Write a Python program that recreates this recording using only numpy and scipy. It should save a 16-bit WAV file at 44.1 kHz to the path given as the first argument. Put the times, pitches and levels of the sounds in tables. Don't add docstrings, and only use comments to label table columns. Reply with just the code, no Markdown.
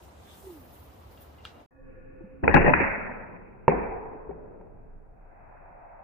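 import sys
import numpy as np
from scipy import signal
from scipy.io import wavfile

SR = 44100
rng = np.random.default_rng(int(sys.argv[2]) if len(sys.argv) > 2 else 0)


def file_out(sig):
    cols = np.atleast_2d(sig).T
    lim = np.clip(cols, -1, 1)
    pcm = np.round(lim * 32767).astype(np.int16)
    wavfile.write(sys.argv[1], SR, pcm)


def to_linear_factor(level_db):
    exponent = np.asarray(level_db, float) / 20
    return 10 ** exponent


N = 266011
SPIN_END_S, SLOW_START_S = 1.662, 1.707
SLOW_TOP_HZ = 2760
EARS = np.array([[.5], [-.5]])


def rms_one(x):
    return x / np.sqrt(np.mean(x ** 2) + 1e-20)


def at_hz(points, hz):
    points = np.array(points)
    return np.interp(np.log(hz), np.log(points[:, 0]), points[:, 1])


def span(t0, t1):
    return np.arange(round(t0 * SR), min(round(t1 * SR), N)) / SR


def add(mix, x, t):
    start = round(t[0] * SR)
    mix[:, start:start + len(t)] += x


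def white(t):
    return rng.standard_normal((2, 2, len(t)))


def grains(t, share, spread_db):
    shape = (2, 2, len(t))
    size_db = spread_db * np.minimum(rng.exponential(1, shape), 5)
    return rms_one(white(t) * to_linear_factor(size_db) * (rng.random(shape) < share))


def drift(rate_hz, size):
    points = rng.standard_normal(int(size / SR * 200) + 2000)
    knots = rms_one(np.convolve(points, np.hanning(int(200 / rate_hz) + 3), "same"))
    return np.interp(np.arange(size) * 200 / SR + 1000, np.arange(len(knots)), knots)


def swells(rows, t, calm_db):
    power = to_linear_factor(2 * calm_db) + 0 * t
    for s, db, rise, fall in rows:
        below_db = np.where(t < s, rise * (s - t), fall * (t - s))
        power = power + to_linear_factor(2 * (db - below_db))
    return 10 * np.log10(power)


def blend(hz, centres_hz, curves):
    place = np.interp(np.log(hz), np.log(centres_hz), np.arange(len(curves)))
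    k = min(int(place), len(curves) - 2)
    return curves[k] * (1 - place + k) + curves[k + 1] * (place - k)


def bands(source, colour, alike, shape_db, patchy_db, top_hz, flicker_hz):
    out, size = 0, source.shape[-1]
    edges = 20 * 2 ** np.arange(0, np.log2(top_hz / 20) + .3, 1 / 3)
    centres = np.sqrt(edges[1:] * edges[:-1])
    total = np.sqrt(np.sum(to_linear_factor(at_hz(colour, centres)) ** 2 * np.diff(edges)))
    for k, (low, high, hz) in enumerate(zip(edges, edges[1:], centres)):
        sos = signal.butter(2, [low, min(high, .45 * SR)], "band", fs=SR, output="sos")
        mid, side = signal.sosfilt(sos, source[k % 2])
        c = np.clip(at_hz(alike, hz), -.99, .99)
        flutter_db = patchy_db * min(hz / 200, 1) * drift(flicker_hz, size)
        gain = to_linear_factor(at_hz(colour, hz) + shape_db(hz) + flutter_db)
        out = out + gain * (np.sqrt(1 + c) * mid + np.sqrt(1 - c) * side * [[1], [-1]])
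    return out * np.sqrt(SR / 4) / total


def ring(clicks, hz, t60_s):
    r, w = to_linear_factor(-60 / (t60_s * SR)), 2 * np.pi * hz / SR
    return signal.lfilter([0, np.sin(w)], [1, -2 * r * np.cos(w), r * r], clicks + 1e-18)


def struck(t, events, modes, contact_s, spread_db, lag_s, tilt_db=lambda hz, row: 0):
    out, slips = np.zeros((2, len(t))), 6
    force = np.hanning(slips + 2)[1:-1] ** .25 * (-1) ** np.arange(slips)
    for row in events:
        at = round((row[0] - t[0]) * SR)
        chance = rng.normal(0, 1, (2, len(modes)))
        late, strength = rng.random((2, slips))
        late[0] = 0
        places = (np.arange(slips) + .5 * late) / slips * contact_s(row) * SR
        clicks = np.zeros((2, int(.3 * SR)))
        np.add.at(clicks[0], places.astype(int), -(.7 + .4 * strength) * force)
        clicks[1] = np.roll(clicks[0], int(abs(lag_s * row[2]) * SR))
        blow = 0
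        for k, (hz, db, t60_s) in enumerate(modes):
            gain = to_linear_factor(db + tilt_db(hz, row) + spread_db * chance[:, [k]])
            blow = blow + gain * ring(clicks, hz, t60_s)
        blow = blow / np.abs(blow).max(axis=1, keepdims=True) * to_linear_factor(row[1] + EARS * row[2])
        blow = blow * np.linspace(1, 0, blow.shape[1])
        out[:, at:at + blow.shape[1]] += blow[:, :len(t) - at]
    return out


def pushed(t, rows):
    out, lag_s_per_db = np.zeros((2, len(t))), .00008
    for s, db, pan_db, hz, t60_s in rows:
        age = np.maximum(t - s + lag_s_per_db * (EARS * pan_db - abs(pan_db) / 2), 0)
        level = to_linear_factor(db + EARS * pan_db - 60 * age / t60_s)
        out -= (1 - np.exp(-age * hz / 0.35)) * level * np.sin(2 * np.pi * hz * age)
    return out


# (frequency [Hz], density [dB per Hz])
GARDEN_COLOUR = [(20, -18), (36, -22), (70, 4), (119, -9.5), (360, -17), (750, -20), (1300, -26.5),
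                 (2000, -31.5), (3500, -32), (5900, -40), (8500, -46), (11500, -48), (13500, -43.5),
                 (15500, -48)]
# (frequency [Hz], left-right likeness [-1..1])
GARDEN_ALIKE = [(60, .9), (130, .83), (290, .52), (640, -.04), (1410, -.14), (3100, .13), (15000, .05)]
# (peak time [s], hiss level [dB], rise [dB/s], fall [dB/s])
GUSTS = [(.04, -57, 396, 182), (.39, -53, 73, 38), (.52, -55.5, 155, 35), (.74, -52, 300, 99),
         (1.0, -63, 24, 13), (1.125, -58.5, 400, 200), (1.22, -51, 500, 240)]
# (peak time [s], level [dB], rise [dB/s], fall [dB/s])
TWIG_SHIVERS = [
    (.31, -73.5, 139, 87),
    (1.46, -55, 902, 300),
]
# (peak time [s], level [dB], rise [dB/s], fall [dB/s])
BRANCH_SWAY = [(1.585, -54.5, 148, 159)]
CALM_HISS_DB, RUMBLE_DB, AIR_DB = -98, -63, -59
RUSTLE_DB, RUSTLE_FOLLOWS = -77.5, 0.18
FADE_S, FADE_DB = 0.045, -7.5
LULL_S, LULL_DB = 0.47, -8


def garden(t):
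    hiss = swells(GUSTS, t, CALM_HISS_DB)
    rustle = swells(TWIG_SHIVERS, t, RUSTLE_DB + RUSTLE_FOLLOWS * (hiss + 70))
    air = swells(BRANCH_SWAY, t, AIR_DB)
    lull = LULL_DB * np.clip((t - LULL_S) / 0.11, 0, 1)
    upper_hiss = 0.41 * rustle + 0.51 * hiss + 69 + lull
    fade = FADE_DB * np.clip(1 - (SPIN_END_S - t) / FADE_S, 0, 1)
    curves = [RUMBLE_DB + 57.0, air + 60.5, rustle + 70, upper_hiss, hiss + 68]
    shape = lambda hz: fade + blend(hz, [150, 800, 4000, 8500, 12000], curves)
    source = 1.16 * white(t) + .3 * grains(t, 0.02, spread_db=2.5)
    bed = to_linear_factor(-47.5) * bands(source, GARDEN_COLOUR, GARDEN_ALIKE, shape, 1.5, 15500, flicker_hz=50.0)
    return signal.sosfilt(signal.ellip(10, .5, 60, 15480, fs=SR, output="sos"), bed)


# (time [s], peak [dB], left-right [dB])
CLINKS = [(0.024, -58, 0), (0.0405, -62, -4), (0.27, -66, 3), (0.31, -63, 1), (0.508, -55, 1),
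          (1.175, -49, 2), (1.216, -56, -4), (1.478, -47, 2), (1.6, -56, 2), (1.452, -28, 0)]
# (frequency [Hz], level [dB], t60 [s])
DISC = [(1330, 23.5, 0.018), (1600, 8, 0.033), (2400, 12, 0.031), (2820, 9.5, 0.033), (3200, 1.5, 0.038),
        (3600, -19, 0.042), (4700, 1, 0.029), (6060, -20, 0.0049), (7360, -26, 0.013), (10900, -12, 0.0069)]


def disc_clinks(t):
    tilt = lambda hz, row: -.35 * (row[1] + 60) if hz > 6500 else 0
    return struck(t, CLINKS, DISC, lambda row: .0008, spread_db=2.0, lag_s=.00002, tilt_db=tilt)


# (time [s], peak [dB], left-right [dB])
SQUEAKS = [(.2, -72, -4.5), (.37, -62, -4), (.41, -66, -5.5), (.515, -64, -6), (.745, -67.5, -2.5),
           (.83, -60, -4.5)]
# (frequency [Hz], level [dB], t60 [s])
PIVOT = [(10780, 0, .08), (11550, -4, .05)]


def pivot_squeaks(t):
    return struck(t, SQUEAKS, PIVOT, lambda row: .012, spread_db=3.0, lag_s=.00002)


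def disc_swish(t):
    hz, width_hz = 3520, 600
    level_db = swells([(.32, -58.5, 150, 200)], t, -120)
    noise = ring(white(t)[0], hz, 1.7 / width_hz)
    return to_linear_factor(level_db) * rms_one(ring(noise, hz, 2.2 / width_hz))


WHIRR_S, WHIRR_DB, WHIRR_RISE_DB_PER_S, WHIRR_FALL_DB_PER_S = .478, -42.5, 340, 114
SPIN_HZ, REST_HZ = 381, 243
COAST_HZ_PER_S, SAG_HZ_PER_S = 190, 930


def disc_hum(t):
    fall = np.where(t < WHIRR_S, COAST_HZ_PER_S, SAG_HZ_PER_S)
    hz = np.maximum(SPIN_HZ - fall * (t - WHIRR_S), REST_HZ)
    db = swells([(WHIRR_S, WHIRR_DB, WHIRR_RISE_DB_PER_S, WHIRR_FALL_DB_PER_S)], t, -120)
    level = np.sqrt(2) * to_linear_factor(db + 2.9 * drift(46, len(t)))
    return level * np.sin(2 * np.pi * np.cumsum(hz) / SR) * to_linear_factor([[-1.5], [1.5]])


# (time [s], peak [dB], left-right [dB])
LINK_TOUCHES = [(1.175, -58, 0), (1.383, -54, 2), (1.405, -54, 2), (1.48, -59, 0), (1.505, -60, 0),
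                (1.555, -62, 0)]
# (frequency [Hz], level [dB], t60 [s])
LINK = [(2820, 32, 0.25), (2690, 20, 0.14), (2070, 21, 0.17), (3540, -18, 0.051)]


def link_rings(t):
    return struck(t, LINK_TOUCHES, LINK, lambda row: .006, spread_db=3.0, lag_s=.00002)


# (frequency [Hz], density [dB per Hz])
TAUT_COLOUR = [(12, -28), (20, -0.5), (43, -16.5), (113, -17.5), (197, -23), (274, -24), (414, -22.5),
               (520, -24.5), (588, -52), (1140, -60.5), (1240, -32.5), (1720, -60.5), (2760, -44.5),
               (3590, -65), (6070, -120)]
# (frequency [Hz], density [dB per Hz])
GUST_COLOUR = [(12, -29), (20, -3), (30, -1), (43, -18.5), (118, -19), (219, -28.5), (359, -28.5),
               (389, -38), (553, -16.5), (738, -8.5), (1190, -31), (1750, -41), (2760, -53.5),
               (3590, -73.5), (6070, -120)]
# (frequency [Hz], left-right likeness [-1..1])
SLOW_ALIKE = [(30, .8), (60, .55), (130, 0), (300, -.1), (2700, .045)]
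# (time [s], level [dB])
BREEZE = [(1.7, -40), (1.9, 4), (2.4, 5), (3.6, 6.5), (4.4, 1), (5.1, -5.5), (5.35, 6), (5.6, 9), (6.03, 7)]
# (peak time [s], level [dB], rise [dB/s], fall [dB/s])
JOLTS = [
    (2.6, -34, 113.5, 69),
    (3.85, -45, 115.5, 38),
    (4.85, -52, 27.5, 13.5),
]
# (peak time [s], level [dB], rise [dB/s], fall [dB/s])
STIRS = [
    (3.0, -44.5, 54, 21),
    (4.4, -40.5, 25.5, 33),
]
LEAF_DB, LEAF_FOLLOWS = -61, 0.43
WIND_DB, WIND_FOLLOWS, WIND_GROWS_DB_PER_S = -55.5, 0.23, -1.8


def slow_air(t):
    breeze = np.interp(t, *np.transpose(BREEZE))
    wind = swells(JOLTS, t, WIND_DB + WIND_FOLLOWS * breeze + WIND_GROWS_DB_PER_S * (t - t[0]))
    leaves = swells(STIRS, t, LEAF_DB + LEAF_FOLLOWS * breeze)
    share = np.clip((t - 2.5) / 4.11, 0, 1)
    turn = lambda hz: share * (at_hz(GUST_COLOUR, hz) - at_hz(TAUT_COLOUR, hz) - 3.0)
    shape = lambda hz: turn(hz) + blend(hz, [60, 500, 1800], [wind + 52, leaves + 55, breeze])
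    return to_linear_factor(-46) * bands(white(t), TAUT_COLOUR, SLOW_ALIKE, shape, 1.0, SLOW_TOP_HZ, flicker_hz=15.0)


# (frequency [Hz], width [Hz], level [dB])
INSECT = [(521, 6.5, 0), (273.3, 6.3, -4), (800, 1400, -12), (1125, 53, -21), (1450, 20, -17.5),
          (1714, 170, -13.5), (2515, 35, -21.5)]
THROB_S, THROB_HZ, THROB_DEPTH_DB, THROB_EVENS_S = 1.893, 11.1, 8, 0.33
CHIRR_DB, CHIRR_SWELL_S, CHIRR_STOP_S, CHIRR_FALL_DB_PER_S = -56, 0.065, 2.36, 290
CHORUS_S, CHORUS_SPAN_S, CHORUS_DIP_DB = 2, 0.34, 8


def insect(t):
    age = t - t[0]
    evening = np.exp(-(age / THROB_EVENS_S) ** 2)
    throb = THROB_DEPTH_DB * evening * np.cos(2 * np.pi * THROB_HZ * (t - THROB_S))
    stop = CHIRR_FALL_DB_PER_S * np.maximum(t - CHIRR_STOP_S, 0)
    singer_db = CHIRR_DB - 20 * np.exp(-age / CHIRR_SWELL_S) - stop + throb
    dip = CHORUS_DIP_DB * ((t - CHORUS_S) / CHORUS_SPAN_S) ** 2
    noise, out = rng.standard_normal((2, len(t))), 0
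    for k, (hz, width_hz, db) in enumerate(INSECT):
        line = rms_one(ring(ring(noise, hz, 1.9 / width_hz), hz, 2.8 / width_hz))
        level_db = db - 53.0 - dip * (hz > 1000)
        if k == 0:
            line = rms_one(line / np.abs(signal.hilbert(line)) ** .7)
            level_db = singer_db + 1.5
        out = out + line * to_linear_factor(level_db)
    return out


# (time [s], peak [dB], left-right [dB], brightness [dB], contact [s])
KNOCKS = [(2.205, -52, 3, -30, .009), (2.235, -54, 3, -25, .02), (2.4358, -19, 6, -6, .008),
          (2.486, -17, -4, -12, .003), (2.492, -18, -5, -14, .003), (2.5, -23, 0, -8, .006),
          (2.5405, -5, 6, -2, .006), (2.546, -10, 4, -6, .005), (2.568, -6, 1, -4, .003),
          (2.574, -12, 4, -4, .003), (2.612, -14, -2, -3, .008), (2.664, -12, 3, 0, .012),
          (2.677, -7, 3, -8, .009), (2.692, -10, 4, -6, .008), (2.618, -13, 0, -8, .006),
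          (2.7, -18, 2, -16, .003), (2.84, -20, 2, -10, .003), (2.8, -14, 2, 2, .005)]
# (frequency [Hz], level [dB], t60 [s])
STOCK = [(113.1, -23, 0.043), (171.3, -2, 0.14), (252, 3, 0.065), (400, -12.5, 0.014), (550.7, -6, 0.36),
         (810, -10.5, 0.035), (853, 8.5, 0.027), (1370, -11, 0.0094), (1560, 8.5, 0.0044),
         (1730, 12, 0.011), (2260, -7, 0.0061), (2500, 6.5, 0.014), (2200, -4.5, 0.016)]
THUMP_DB, THUMP_PER_DULL = -13, 0.22
SHADE_PER_PAN = 2.9


def stock_knocks(t):
    def tilt(hz, row):
        if hz > 1200:
            return row[3] - np.array([[0], [SHADE_PER_PAN * row[2] * (hz > 2000)]])
        return THUMP_DB - THUMP_PER_DULL * row[3] if hz < 300 else 0
    return struck(t, KNOCKS, STOCK, lambda row: row[4], spread_db=2.0, lag_s=.0001, tilt_db=tilt)


# (time [s], peak [dB], left-right [dB], frequency [Hz], t60 [s])
THUDS = [(2.207, -37, 7, 334, 0.09), (2.237, -35, -4, 201, 0.097), (2.549, -8.5, 8, 161, 0.092),
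         (2.478, -10, -12.5, 483, 0.044), (2.491, -16, -6, 479.7, 0.047), (2.542, -4.5, 6.5, 830, .045),
         (2.548, -13.5, -7, 430, 0.031), (2.553, -15.5, -6.5, 290, 0.036), (2.62, -22.5, -10.5, 450, 0.053),
         (2.668, -19.5, -8.5, 520, 0.069), (2.733, -21.5, -4.5, 330, 0.027), (2.735, -10.5, 13, 950, 0.015),
         (3.684, -9.5, -17, 490, 0.028), (4.31, -36.5, -1, 760, 0.047), (2.43, -23, 8, 306, 0.052),
         (2.676, -15, 1, 594, 0.14), (3.719, -14, -4.5, 806, 0.0081), (3.731, -37, -4, 54.1, 0.94),
         (4.269, -42.5, 1, 55.6, 0.74), (4.291, -29.5, 10, 400, 0.1), (4.311, -40.5, 5, 163, 0.17),
         (4.599, -40, 2, 202, 0.045)]


def thuds(t):
    return pushed(t, THUDS)


# (time [s], level [dB], brightness [dB], treble left-right [dB])
RATTLE = [(2.427, -38.5, -21, 9.5), (2.436, -20, -15, 10.5), (2.481, -21.5, -4.5, 9.5),
          (2.498, -27, -11.5, 8.5), (2.54, -14, -1.5, 9.5), (2.562, -16.5, -4.5, 4),
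          (2.606, -22.5, 4, -1.5), (2.644, -20, 1, 2.5), (2.664, -17, -4, 0), (2.683, -18.5, -17, 4.5),
          (2.709, -25, -26.5, 4.5), (2.776, -28, -1.5, -4), (2.806, -23, 1, -6.5)]
# (frequency [Hz], density [dB per Hz])
RATTLE_COLOUR = [(24, -33), (40, -33), (74, 4), (102, -1.5), (201, 5), (291, 1.5), (366, 2.5), (422, -2.5),
                 (570, -0.5), (669, -31.5), (744, 7.5), (1160, -19), (1840, -10.5), (2010, -32.5),
                 (2760, -4.5), (3590, -41.5), (6070, -120)]
RATTLE_T60_S, RATTLE_PAN_DB = 0.35, 0.63


def band_rattle(t):
    low, high = np.full((2, 2, len(t)), 1e-12)
    for s, low_db, bright_db, pan_db in RATTLE:
        age = np.maximum(t - s, 0)
        fade = (to_linear_factor(-60 * age / RATTLE_T60_S) * (1 - np.exp(-age / 0.00033))) ** 2
        low = low + to_linear_factor(2 * low_db) * fade
        high = high + to_linear_factor(2 * (low_db + bright_db) + np.array([[1], [-1]]) * pan_db) * fade
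    curves = [10 * np.log10(low) + 22, 10 * np.log10(high) + 28]
    shape = lambda hz: blend(hz, [900, 1400], curves)
    source = grains(t, 0.11, spread_db=1.5)
    rattle = bands(source, RATTLE_COLOUR, SLOW_ALIKE, shape, 2.0, SLOW_TOP_HZ, flicker_hz=49.0)
    return to_linear_factor(-22.5) * rattle * to_linear_factor(EARS * RATTLE_PAN_DB)


# (time [s], left peak [dB], right peak [dB], dulled above [Hz])
OVERLOADS = [(2.5432, -19.5, -83, 4200), (3.6828, -51.5, -38, 4300), (2.479, -69, -63, 4200),
             (2.738, -61.5, -61, 4000), (2.468, -80.5, -81, 9000), (2.4945, -78.5, -77.5, 11000),
             (2.497, -67, -71.5, 13000), (2.5415, -71, -71, 15000), (2.551, -70.5, -71, 13000),
             (2.719, -79, -79.5, 12000), (2.732, -75, -76, 13000)]
FIZZ_S, FIZZ_END_S, FIZZ_DB, FIZZ_HZ = 2.546, 2.572, -53.5, (3250, 4230)


def overload(t):
    out = np.zeros((2, len(t)))
    above_slow = signal.butter(4, 2900, "high", fs=SR, output="sos")
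    for s, left_db, right_db, dull_hz in OVERLOADS:
        click = (np.arange(len(t)) == round((s - t[0]) * SR)) + 1e-18
        tick = signal.sosfilt(signal.butter(7, dull_hz, fs=SR, output="sos"), click)
        tick = signal.sosfilt(above_slow, tick)
        out += tick / np.abs(tick).max() * to_linear_factor([[left_db], [right_db]])
    fizz_band = signal.butter(4, FIZZ_HZ, "band", fs=SR, output="sos")
    fizz = rms_one(signal.sosfilt(fizz_band, rng.standard_normal(len(t))))
    out[0] += to_linear_factor(FIZZ_DB) * fizz * np.clip(np.minimum(t - FIZZ_S, FIZZ_END_S - t) / .003, 0, 1)
    return out


# (time [s], peak [dB], left-right [dB], right-ear loss above 2 kHz [dB], contact [s])
SLAPS = [
    (2.4775, -2.5, 2.5, 18, .0035),
    (2.5625, -3, 2, 0, .0019),
    (2.7354, -5, 3, 6, .0016),
    (2.7378, -5, 9, 6, .002),
]
# (frequency [Hz], level [dB], t60 [s])
POUCH = [(200, -10, .02), (520, -6, .022), (950, -5, .01), (1600, 5, .009), (2100, 3, .009),
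         (2500, 6, .008), (2800, 3, .007)]


def pouch_slaps(t):
    tilt = lambda hz, row: np.array([[2], [2 - row[3] * (hz > 2000)]]) * (hz > 1200)
    return struck(t, SLAPS, POUCH, lambda row: row[4], spread_db=1.5, lag_s=.000315, tilt_db=tilt)


# (time [s], peak [dB], left-right [dB])
TWANGS = [(2.503, -24.5, 13.5), (2.512, -26, 15), (2.523, -26.5, 13.5), (2.53, -29, 13.5),
          (2.663, -16.5, 12), (2.682, -20, 12)]
# (frequency [Hz], level [dB], t60 [s])
HOOK = [(1860, 0.5, 0.06), (1740, -8, 0.05)]


def hook_twangs(t):
    return struck(t, TWANGS, HOOK, lambda row: .003, spread_db=6.0, lag_s=.0001)


def hedge_echo(t, colour, t60, db, rise_s):
    age = t - t[0]
    fall = lambda hz: -60 * age / at_hz(t60, hz)
    echo = bands(white(t), colour, SLOW_ALIKE, fall, 2.0, SLOW_TOP_HZ, flicker_hz=46.0)
    return to_linear_factor(db) * (1 - np.exp(-age / rise_s)) * echo


# (frequency [Hz], density [dB per Hz])
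SHOT_ECHO = [(24, -12.5), (40, -12), (69, -3.5), (133, -18), (201, -2), (393, -15), (495, 1.5), (718, -4),
             (904, -0.5), (1160, -9.5), (1680, 2.5), (2400, -0.5), (2760, -3.5), (3590, -45), (6070, -120)]
# (frequency [Hz], t60 [s])
SHOT_T60 = [(60, 1.2), (170, 3.5), (300, 1.4), (700, 1.75), (1400, 1.35), (2000, 1.036), (2700, 1.06)]


def shot_echo(t):
    return hedge_echo(t, SHOT_ECHO, SHOT_T60, db=-21.0, rise_s=0.022)


# (time [s], peak [dB], left-right [dB], brightness [dB], contact [s])
STRIKES = [(3.693, -14, 2, -10, .006), (3.7195, -18, -11, -14, .003), (4.115, -42, 0, -20, .01),
           (4.151, -40, -2, -20, .01), (4.6, -44, 0, -20, .006), (4.905, -58, 2, -25, .004),
           (4.292, -35, 3, -26, .012), (4.308, -35, -2, -16, .005), (4.6105, -41.5, 0, -21, .0036),
           (3.6798, -11, 0, 0, .0032)]
# (frequency [Hz], level [dB], t60 [s])
TARGET = [(150, -13, 0.1), (244, 4, 0.024), (410, 11.5, 0.026), (540, 3, 0.023), (740, -4.5, 0.025),
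          (889, -1.5, 0.021), (1010, -12.5, 0.0046), (1800, 5, 0.013), (2240, 4, 0.021), (2700, 2.5, 0.01)]
# (frequency [Hz], level [dB], t60 [s])
TARGET_RING = [(192.6, 0, 1.3), (437.7, 1.5, 2.75), (548, 0, 0.89), (760, -7.5, 0.44), (945, 4, 0.93)]


def target(t):
    tilt = lambda hz, row: row[3] if hz > 1200 else 0
    blows = struck(t, STRIKES, TARGET, lambda row: row[4], spread_db=2.0, lag_s=.00005, tilt_db=tilt)
    age = np.maximum(t - STRIKES[-1][0], 0)
    swing = lambda: np.array([drift(22, len(t)), drift(22, len(t))])
    after = 0
    for hz, db, t60_s in TARGET_RING:
        level = to_linear_factor(db - 60 * age / t60_s) * (1.0 + .3 * swing())
        after = after + level * np.sin(2 * np.pi * hz * age + .8 * swing())
    return blows + to_linear_factor(-38.5) * after * (1 - np.exp(-age / 0.041))


# (time [s], peak [dB], left-right [dB], frequency [Hz], t60 [s])
IMPACT = [(3.6798, -5, 0, 930, .026), (3.6794, -8, -3, 390, .035), (3.6794, -11, -2, 230, .035),
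          (3.6796, -12, 2, 155, .06), (3.6798, -11, 1, 680, .018), (3.6802, -17, 3, 1700, .016)]


def target_dent(t):
    return pushed(t, IMPACT)


# (frequency [Hz], density [dB per Hz])
STRIKE_ECHO = [(24, -50), (40, -18.5), (60, 5.5), (81, -32.5), (194, 1.5), (301, -9.5), (437, 3),
               (634, -26), (705, -7), (937, -10), (1120, -23.5), (2400, -19.5), (2760, -63.5), (3590, -73),
               (6070, -120)]
# (frequency [Hz], t60 [s])
STRIKE_T60 = [(60, 0.39), (200, 0.66), (450, 1.15), (900, 1.6), (1500, 1.49), (2700, 0.68)]


def strike_echo(t):
    return hedge_echo(t, STRIKE_ECHO, STRIKE_T60, db=-22.0, rise_s=0.0022)


def slowed():
    mix = np.zeros((2, N))
    parts = [(SLOW_START_S, 7, slow_air), (SLOW_START_S, 2.44, insect), (2.1, 3.2, stock_knocks),
             (2.1, 5.6, thuds), (2.1, 3.2, band_rattle), (2.1, 3.2, pouch_slaps), (2.1, 3.2, hook_twangs),
             (2.735, 4.4, shot_echo), (3.6, 5.6, target), (3.6, 5.6, target_dent), (3.684, 5.6, strike_echo)]
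    for t0, t1, source in parts:
        t = span(t0, t1)
        add(mix, source(t), t)
    return mix


def scene():
    mix = np.zeros((2, N))
    t = span(0, SPIN_END_S)
    disc = disc_clinks(t) + pivot_squeaks(t) + disc_swish(t) + disc_hum(t) + link_rings(t)
    add(mix, garden(t) + disc, t)
    t = span(SLOW_START_S, 7)
    shot, knee = slowed()[:, -len(t):], 8
    shot = shot / (1 + np.abs(shot / 1.02) ** knee) ** (1 / knee)
    top_cut = signal.cheby2(14, 75, SLOW_TOP_HZ * 1.161, fs=SR, output="sos")
    add(mix, signal.sosfilt(top_cut, shot), t)
    t = span(2.4, 3.8)
    add(mix, overload(t), t)
    return mix


def low_pass(x):
    return signal.sosfilt(signal.butter(12, 16670, fs=SR, output="sos"), x)


def record(dry):
    hiss = to_linear_factor(-92.5) * rng.standard_normal(dry.shape)
    live = (np.arange(N) < SPIN_END_S * SR) | (np.arange(N) > SLOW_START_S * SR)
    return low_pass(dry + hiss * live)


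dry = scene()
out = record(dry)
file_out(out)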